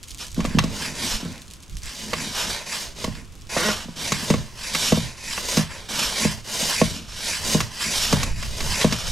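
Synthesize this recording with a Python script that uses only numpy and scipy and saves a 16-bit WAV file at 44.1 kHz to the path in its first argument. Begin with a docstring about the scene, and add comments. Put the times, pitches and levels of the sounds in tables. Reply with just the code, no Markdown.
"""Outdoors at a small gas oven, a stereo microphone pair facing its mouth.
Straight ahead, a slotted metal peel is worked in and out, turning a pizza. The blade rasps over
the gritty stone, clinks on the oven mouth and thumps as blunt blows flex it. Between strokes
bubbles crackle on the pizza, the burner murmurs and light wind touches the microphones."""
import sys
import numpy as np
from scipy import signal
from scipy.fft import rfft, irfft
from scipy.io import wavfile

SR = 44100
rng = np.random.default_rng(int(sys.argv[2]) if len(sys.argv) > 2 else 0)


def to_wav(sig):
    """Store sig (one row per channel, or 1-D mono) as 16-bit WAV at the path in sys.argv[1].

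    Samples outside -1..1 are clipped; the rate is SR.
    """
    pcm = np.clip(np.atleast_2d(sig), -1, 1) * 32767
    pcm = np.round(pcm).astype(np.int16)
    wavfile.write(sys.argv[1], SR, pcm.T)  # frames by channels


N = 401751
T = np.arange(N) / SR

# Pushes and pulls of the peel. Each row: start, fastest moment and end in seconds, speed at first
# touch from 0 to 1, then relative levels of rasp, grinding and shudder in dB.
STROKES = [(0.19, 0.21, 0.3, 0.4, -34.5, -43, -49.5), (0.359, 0.45, 1.2, 0.54, -38.5, -41.5, -34),
           (0.677, 0.821, 0.98, 0, -30.5, -37, -38), (0.932, 1.084, 1.24, 0.21, -26.5, -35.5, -34.5),
           (1.195, 1.228, 1.47, 0.4, -42.5, -43.5, -39.5), (1.82, 1.922, 2.7, 0.32, -35, -45.5, -52.5),
           (1.977, 2.253, 2.36, 0.05, -32.5, -40.5, -35.5), (2.31, 2.43, 2.683, 0.3, -28, -33, -42.5),
           (2.654, 2.728, 2.95, 0.28, -29, -37, -45), (2.942, 3.014, 3.14, .1, -34, -39, -49),
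           (3.095, 3.126, 3.26, 0, -43, -46.5, -41.5), (3.489, 3.627, 3.88, 0.37, -25.5, -30.5, -39),
           (3.955, 4.064, 4.3, 0.33, -29.5, -38, -39), (4.142, 4.27, 4.52, 0.4, -30.5, -36.5, -39),
           (4.548, 4.641, 4.9, 0.08, -31.5, -42, -46), (4.729, 4.871, 5.15, 0.61, -25.5, -35.5, -36),
           (5.166, 5.411, 5.42, 0.19, -29, -42, -46), (5.38, 5.571, 5.69, 0.18, -24.5, -32, -44),
           (5.626, 5.752, 5.89, 0.09, -39, -41.5, -49), (5.883, 6.02, 6.225, 0.46, -26.5, -32.5, -37.5),
           (6.111, 6.222, 6.42, 0, -24.5, -33, -37), (6.441, 6.651, 6.96, 0.2, -24.5, -32.5, -43.5),
           (6.7, 6.8, 6.94, .1, -26, -44, -48), (6.839, 6.923, 7.08, 0.4, -34, -45, -36),
           (7.06, 7.334, 7.48, 0, -27, -38.5, -45), (7.387, 7.52, 7.71, 0.12, -25, -33, -35),
           (7.699, 7.966, 8.27, 0.11, -24.5, -34, -40), (8.083, 8.142, 8.34, 0.23, -27, -31.5, -31),
           (8.331, 8.44, 8.76, 0.13, -32.5, -41.5, -46.5), (8.56, 8.73, 9.29, 0.25, -27.5, -33.5, -37),
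           (9.018, 9.142, 9.35, .1, -30, -48, -49)]
def stroke_gain(layer, swing_db, bite_s=0.0076, lift_s=0.011, flatness=2.16):
    """One layer's gain through the strokes: the blade bites, speeds up, slows and lifts off."""
    column = ("rasp", "grind", "shudder").index(layer)
    power = np.zeros(N)
    for start, fastest, end, first_speed, *levels in STROKES:
        span = slice(max(int(start * SR), 0), int(end * SR))
        t = T[span]
        slowness = 1 - np.interp(t, [start, fastest, end], [np.clip(first_speed, 0, 1), 1, 0])
        contact = np.clip(np.minimum((t - start) / bite_s, (end - t) / lift_s), 0, 1)
        power[span] += (contact * from_db(levels[column] - swing_db * slowness ** flatness)) ** 2
    return np.sqrt(power)


def reach_into_oven(traverse_s=0.3):
    """The strokes carry the blade to and fro: 0 at the mouth, 1 at the back of the oven."""
    speed = np.max([np.interp(T, stroke[:3], [0, 1, 0]) for stroke in STROKES], axis=0)
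    return .5 + .5 * np.cos(np.pi * np.cumsum(speed) / SR / traverse_s)


# Fine and coarse grit on the stone. Each row: frequency in Hz, relative level in dB.
RASP_SPECTRUM = [(600, -24.5), (1400, -12.5), (2200, -3), (2800, -1), (3600, -3.5), (5500, -2.5),
                 (7400, -5), (8300, -9.5), (10600, -12), (12000, -15), (14500, -27), (15800, -60)]
GRIND_SPECTRUM = [(200, -23), (380, -2.5), (600, 2), (780, -3.5), (1000, 2.5), (1400, -1), (1950, -1.5),
                  (2800, -0.5), (4500, -12), (9000, -47)]
# Broad resonances of blade and oven mouth. Each row: centre in Hz, width in Hz, lift in dB.
RESONANCES = [(660, 45, 2), (926, 290, 2), (1810, 420, 0.5), (2454, 370, 0.5), (5500, 1000, 1.5),
              (12200, 340, 3)]
# Light contact between the quick strokes: start and end in seconds, relative level in dB.
RUBBING = (3.5, 9.2, -47.5)
def scraping(reach, judder_db=1.0, chatter_db=1.7, sheet_db=-8.0, gap_db=-8.5):
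    """Grit breaks under the blade: fine grains rasp, coarse ones grind."""
    start, end, rubbing_db = RUBBING
    rubbing = from_db(rubbing_db) * (T > start) * (T < end)
    hand = from_db(drift(28))  # the hand never pushes quite evenly
    rasp_gain = hand * stalling() * np.hypot(stroke_gain("rasp", swing_db=21.5), rubbing)
    grind_gain = hand * np.hypot(stroke_gain("grind", swing_db=19), rubbing * from_db(-5.5))
    judder = drift(170)  # the blade catches and lets go
    fine = rms_one(colour(grains(16000, 1.9), RASP_SPECTRUM, RESONANCES))
    coarse = rms_one(colour(grains(5000, 1.83), GRIND_SPECTRUM, RESONANCES))
    # faster strokes break the grit more sharply
    sharpness = np.clip(0.039 * (20 * np.log10(rasp_gain + 1e-9) + 29.5), -.35, 1)
    fine = fine + sharpness * butterworth(fine, 1, 6000, "high")
    rasp = fine * rasp_gain * from_db(judder_db * judder)
    grind = coarse * grind_gain * from_db(0.5 + chatter_db * judder)
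    rub = rasp + grind
    # narrow modes of the sheet and broad ones of the gap under the dome shift with the reach
    sheet = sliding_modes(rub, reach, t60=.11)
    gap = sliding_modes(rub, reach, t60=.008, count=7)
    return from_db(-1.47) * rub + from_db(sheet_db) * sheet + from_db(gap_db) * gap


# Bending modes of the peel. Each row: frequency in Hz, relative level in dB, t60 in seconds.
BENDING_MODES = [(85.5, -14, 0.25), (123.1, -16.5, 0.58), (161, -2, 0.22), (214.4, 0.5, 0.14),
                 (264, -2.5, 0.086), (345, -4.5, 0.053), (469, -2, 0.057), (617, -8, 0.085),
                 (870, -4.5, 0.013), (1063, -15, 0.088)]
# Blunt blows on the blade, and at 6.625 s a short judder as the blade catches and slips. Each row: time in
# seconds, peak level in dB, brightness in dB.
BLOWS = [(0.377, -13, -26), (0.393, -14.5, -13), (0.449, -16, -5.5), (0.548, -9, -27), (0.574, -10, -21),
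         (0.64, -13.5, -15), (1.228, -22.5, -23), (1.255, -22.5, -13), (2.132, -18.5, 7), (3.044, -17.5, 2),
         (3.078, -17.5, -13), (3.567, -11.5, 4.5), (3.689, -16.5, 5), (3.855, -28, -25),
         (3.886, -25.5, -12), (4.12, -16.5, -17), (4.304, -5.5, -7.5), (4.342, -12, -8),
         (4.749, -20.5, -14), (4.924, -4.5, -6), (4.975, -13, -8), (5.573, -8, -12), (5.591, -15.5, -9),
         (6.252, -8.5, -9), (6.625, -22, -22), (6.817, -4, -2.5), (7.549, -6.5, -9), (8.131, -6.5, -9),
         (8.846, -4.5, -5), (8.923, -17, -12)]
def thumps(travel_s=0.00089, stiffening=0.11, release_s=0.0078, lead_s=0.00302, size=16384):
    """Blows flex the whole blade; high bending waves run faster, so each thump sweeps downward."""
    out, t = np.zeros(N), T[:size]
    upper_share = np.clip(np.log2(np.transpose(BENDING_MODES)[0] / 260), 0, 1)
    hz = np.arange(size + 1) * SR / (2 * size)
    dispersion = np.exp(-4j * np.pi * travel_s * np.sqrt(200 * hz))
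    # the pressed blade is stiffer at first; its pitch sinks as the contact lets go
    sagging_t = t + stiffening * release_s * (1 - np.exp(-t / release_s))
    for s, db, bright_db in BLOWS:
        extra_db = upper_share * 0.94 * (bright_db + 9) + rng.normal(0, 0.43, len(BENDING_MODES))
        modes = alternating_sum(ring(BENDING_MODES, sagging_t * rng.normal(1, 0.0443), extra_db))
        blow = irfft(rfft(modes, 2 * size) * dispersion)[:size]
        add(out, s - lead_s, at_peak(blow, db))  # a blunt blow takes a moment to swell
    return out


def after_rumble(relative_db=-28.5, late_s=0.066, half_width_s=0.047):
    """The slowest bending waves arrive last: a soft rumble follows each thump."""
    rumble = rms_one(butterworth(rng.standard_normal(N), 2, [45, 130], "band"))
    return rumble * swells([(s + late_s, half_width_s, db + relative_db) for s, db, _ in BLOWS])


def stalling(dip_db=3.0, deepest_s=0.035, hard_blow_db=-4.0):
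    """A hard thump stops the blade short: the gain of its rasp dips for a moment."""
    dips, t = np.zeros(N), T[:SR // 4]
    dip = t / deepest_s * np.exp(1 - t / deepest_s)
    for s, db, _ in BLOWS:
        add(dips, s, min(from_db(db - hard_blow_db), 1) * dip)
    return from_db(-dip_db * dips)


def shudder(level_db=-0.5, fitful_db=3.0):
    """Small slips keep the bending modes stirring, in fits and starts."""
    body = alternating_sum(ring(BENDING_MODES, T[:SR // 3]))
    slips = grains(900, 2.3) * from_db(fitful_db * drift(22))
    spectrum = [(110, -0.5), (166, -6.5), (230, -1), (320, -1), (500, -10), (1000, -6.5)]
    stirred = rms_one(colour(through(slips, body), spectrum))
    return stirred * stroke_gain("shudder", swing_db=15.5) * from_db(level_db)


# Ringing modes of the blade. Each row: frequency in Hz, relative level in dB, t60 in seconds.
RINGING_MODES = [(1090, -10.5, 0.097), (1131, -2, 0.05), (1700, -15.5, 0.086), (2000, -10, 0.1),
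                 (2184, -5, 0.047), (2714, -5, 0.057), (3820, -10, 0.086), (4620, -0.5, 0.021),
                 (5380, -14, 0.028), (6290, -6.5, 0.042)]
# The crack of contact. Each row: frequency in Hz, relative level in dB.
CRACK_SPECTRUM = [(300, 2), (780, 1.5), (1100, 7), (1550, -0.5), (2200, 2.5), (3000, 0), (6500, 0.5),
                  (9000, -10.5), (12500, -14), (16000, -39)]
# The edge meets steel or stone. Each row: start in seconds, peak level in dB, brightness in dB.
EDGE_STRIKES = [(0.404, -19, -11), (0.4512, -15.5, -10.5), (0.5865, -4.5, -13), (0.6387, -15, -2.5),
                (2.1336, -9.5, -13.5), (3.0423, -15, -9), (4.1205, -6.5, -5), (4.3018, -11.5, -10),
                (4.339, -13, -14), (4.7492, -8.5, -9.5), (4.9211, -11.5, -10.5), (5.3773, -14.5, -23),
                (5.5712, -7.5, -2.5), (6.815, -11.5, -22), (7.6039, -8, -7), (8.1268, -7.5, -7),
                (8.2312, -11, -1.5), (8.4267, -19.5, -8), (8.6047, -14, -9), (8.813, -9, -11.5),
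                (8.8453, -13.5, -11), (8.9248, -9.5, -4)]
def clinks(bounce_db=-4.0, rattle_t60=0.36):
    """The edge strikes, touches again within milliseconds, and the blade rings and rattles briefly."""
    out, t = np.zeros(N), T[:8192]
    count = len(RINGING_MODES)
    strike = 2.6 * dying(t, .02)
    rattle = .3 * dying(t, rattle_t60)
    for s, db, bright_db in EDGE_STRIKES:
        tones = rng.choice([-1, 1], count) @ ring(RINGING_MODES, t, rng.normal(0, 0.56, count))
        bounce = from_db(bounce_db) * np.interp(t - rng.uniform(0.0032, 0.0058), t, strike, left=0)
        crack = colour(rng.standard_normal(len(t)) * (strike + bounce + rattle), CRACK_SPECTRUM)
        clink = colour(tones + crack, [(2500, 0), (6000, bright_db + 7.5)])
        add(out, s, at_peak(clink, db))
    return out


# One hard drag over the oven lip: start and end in seconds, rms level in dB.
LIP_DRAG = (3.565, 3.708, -25)
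# Edge modes that sing only in the drag. Each row: frequency in Hz, relative level in dB, t60 in seconds.
SQUEAL_MODES = [(1416, 0, 0.06), (1918, -3.5, 0.048)]
def dragging(slips_per_s=190, band_hz=(330, 2600)):
    """Under load the blade sticks and slips in quick uneven jerks, each striking its modes."""
    start, end, db = LIP_DRAG
    slip_count = np.floor(np.cumsum(slips_per_s * from_db(1.6 * drift(45))) / SR)
    slips = np.diff(slip_count, prepend=0) * from_db(2 * drift(200)) * (T > start) * (T < end)
    blade = alternating_sum(ring(BENDING_MODES + RINGING_MODES + SQUEAL_MODES, T[:SR // 10]))
    chatter = butterworth(through(slips, blade), 2, band_hz, "band")
    return from_db(db) * rms_one(chatter) * np.sqrt((end - start) / T[-1])


# The pizza crackling inside the oven. Each row: time in seconds, level in dB.
SIZZLE_LEVELS = [(0, -47), (.15, -40.5), (.25, -45.5), (1.5, -49), (3.3, -55), (5, -65)]
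# Its louder pops. Each row: start in seconds, peak level in dB.
POPS = [(0.035, -28), (0.139, -34), (0.2827, -24), (0.3451, -26.5), (1.48, -31.5), (1.769, -21.5),
        (1.834, -23), (1.858, -22.5), (3.42, -29.5)]
# A bursting bubble. Each row: frequency in Hz, relative level in dB.
BUBBLE_SPECTRUM = [(800, -28), (2000, -6), (3500, 1.5), (6800, 2), (9500, -4.5), (12200, -8.5),
                   (16000, -26)]
def sizzle(pop_t60=0.0037, dome_db=-18.0, dome_t60=0.16):
    """Tiny bubbles burst on the hot pizza, each a short spit that echoes in the dome; a few stand out."""
    level_db = np.interp(T, *np.transpose(SIZZLE_LEVELS))
    t = T[:SR // 20]
    spit = dying(t, pop_t60) + from_db(dome_db) * dying(t, dome_t60)
    burst_power = np.abs(through(grains(120, 3.8) ** 2, spit ** 2))
    spits = np.sqrt(burst_power) * rng.standard_normal(N)
    out = from_db(level_db) * rms_one(colour(spits, BUBBLE_SPECTRUM))
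    for s, db in POPS:
        pop = colour(spit * rng.standard_normal(len(t)), BUBBLE_SPECTRUM)
        add(out, s, at_peak(pop, db))
    return out


# The gas flame, low in the background. Each row: frequency in Hz, relative level in dB.
FLAME_SPECTRUM = [(35, -30), (60, 5), (279, -5.5), (588, -15.5), (853, -18), (1050, -13), (1840, -20),
                  (2730, -16.5), (4350, -22.5), (6770, -21.5), (12100, -31), (14600, -46), (15700, -40)]
def burner(mid_db=-49.0, width_db=-8.0):
    """The flame murmurs and hisses steadily, a little different at each microphone."""
    mid, side = [rms_one(colour(rng.standard_normal(N), FLAME_SPECTRUM)) for _ in range(2)]
    return from_db(mid_db) * (mid + from_db(width_db) * np.array([side, -side]))


# Wind rumble at the microphones. Each row: frequency in Hz, relative level in dB.
WIND_SPECTRUM = [(12, -1), (25, -7.5), (40, 1), (65, -6), (110, -9), (200, -19.5), (400, -69)]
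# Gusts over the breeze. Each row: centre and half-width in seconds, level in dB.
GUSTS = [(0.52, .13, -33), (1.14, 0.023, -36), (1.75, .035, -28.5), (1.86, 0.023, -34), (3.1, .05, -33),
         (3.42, 0.12, -37.5), (7.5, 0.06, -36), (8.27, .17, -25), (8.7, .2, -30), (9.1, 0.045, -26.5)]
def wind(breeze_db=-45, own_db=-4.5, lean_db=1.5, eddy_db=3.0):
    """Eddies right at the microphones, partly different at each and stronger on the right."""
    strength = np.hypot(from_db(breeze_db), swells(GUSTS))
    shared, left, right = [rms_one(colour(rng.standard_normal(N), WIND_SPECTRUM)) for _ in range(3)]
    rumble = rms_one(shared + from_db(own_db) * np.array([left, right]))
    return rumble * strength * from_db(eddy_db * drift(14)) * from_db([[-lean_db], [lean_db]])


# Stereo width at the pair. Each row: frequency in Hz, side against mid in dB.
STEREO_WIDTH = [(100, -2), (300, -18), (800, -16.5), (1500, -16.5), (2800, -10), (4200, -9), (6000, -45),
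                (10000, -69), (12000, -2.5), (15000, 0)]
# Balance at the pair. Each row: frequency in Hz, left minus right in dB.
BALANCE = [(60, 2), (130, -2), (290, -0.4), (640, -0.9), (1410, -2.2), (3100, -2.5), (6820, 0),
           (15000, -0.5)]
def microphone_pair(mid, reach, echo_t60=0.078):
    """Reflections from oven and table reach each microphone differently and change as the blade moves."""
    side = colour(sliding_modes(mid, reach, echo_t60), STEREO_WIDTH)
    left = colour(mid + side, [(hz, db / 2) for hz, db in BALANCE])
    right = colour(mid - side, [(hz, -db / 2) for hz, db in BALANCE])
    return np.array([left, right])


def sliding_modes(x, reach, t60, count=13, size=8192):
    """As the blade moves, one cloud of close modes and echoes gives way to the next."""
    out = 0
    for k in range(count):
        nearness = np.clip(1 - np.abs(reach * (count - 1) - k), 0, 1)
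        cloud = rng.standard_normal(size) * dying(T[:size], t60)
        out = out + through(x * np.sqrt(nearness), cloud / np.linalg.norm(cloud))
    return out


def ring(modes, t, extra_db=0):
    """One decaying sine for each mode."""
    hz, db, t60 = np.transpose(modes)
    return from_db(db + extra_db)[:, None] * np.sin(2 * np.pi * hz[:, None] * t) * dying(t, t60[:, None])


def alternating_sum(sines):
    """Sum modes with neighbours in opposite polarity."""
    return (-1) ** np.arange(len(sines)) @ sines


def grains(per_s, spread_db):
    """Random clicks of uneven size."""
    sizes = from_db(spread_db * np.minimum(rng.exponential(1, N), 4)) * rng.choice([-1, 1], N)
    return sizes * (rng.random(N) < per_s / SR)


def drift(per_s):
    """A random wander of unit rms that turns so many times a second."""
    return rms_one(np.interp(T * per_s, np.arange(N // 20), rng.standard_normal(N // 20)))


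def swells(rows):
    """Joint gain of bell-shaped swells. Each row: centre and half-width in seconds, level in dB."""
    powers = (from_db(db) ** 2 * np.exp(-np.minimum(((T - s) / half) ** 2, 20)) for s, half, db in rows)
    return np.sqrt(sum(powers))


def colour(x, spectrum, peaks=(), size=4096):
    """Minimum-phase filter with the given spectrum and resonant lifts."""
    hz = np.arange(size // 2 + 1) * SR / size
    point_hz, point_db = np.transpose(spectrum)
    db = np.interp(np.log(hz + 1), np.log(point_hz), point_db)
    db += sum(lift / (1 + (2 * (hz - centre) / width) ** 2) for centre, width, lift in peaks)
    cepstrum = irfft(np.log(from_db(db)))
    cepstrum[1:size // 2] *= 2
    cepstrum[size // 2 + 1:] = 0
    return through(x, irfft(np.exp(rfft(cepstrum))))


def butterworth(x, order, hz, kind):
    """Filter with a flat passband."""
    return signal.sosfilt(signal.butter(order, hz, kind, fs=SR, output="sos"), x)


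def through(x, response):
    """Convolve and keep the length."""
    return signal.oaconvolve(x, response)[:len(x)]


def dying(t, t60):
    """Decay by 60 dB every t60 seconds."""
    return from_db(-60 * t / t60)


def from_db(db):
    """Decibels to gain."""
    return 10 ** (np.asarray(db) / 20)


def rms_one(x):
    """Scale to unit rms."""
    return x / np.sqrt(np.mean(x ** 2) + 1e-20)


def at_peak(x, db):
    """Scale to a peak level."""
    return x / np.abs(x).max() * from_db(db)


def add(track, s, sound):
    """Mix a sound in at s seconds."""
    start = max(int(s * SR), 0)
    track[start:start + len(sound)] += sound[:N - start]


def scene():
    """Peel and oven straight ahead, wind on the microphones."""
    reach = reach_into_oven()
    peel = scraping(reach) + shudder() + dragging() + thumps() + after_rumble() + clinks()
    return microphone_pair(peel + sizzle(), reach) + burner() + wind()


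def record(dry):
    """The treble is cut steeply above 15.7 kHz."""
    return signal.sosfilt(signal.ellip(10, .1, 90, 15700, fs=SR, output="sos"), dry)


dry = scene()
out = record(dry)
to_wav(out)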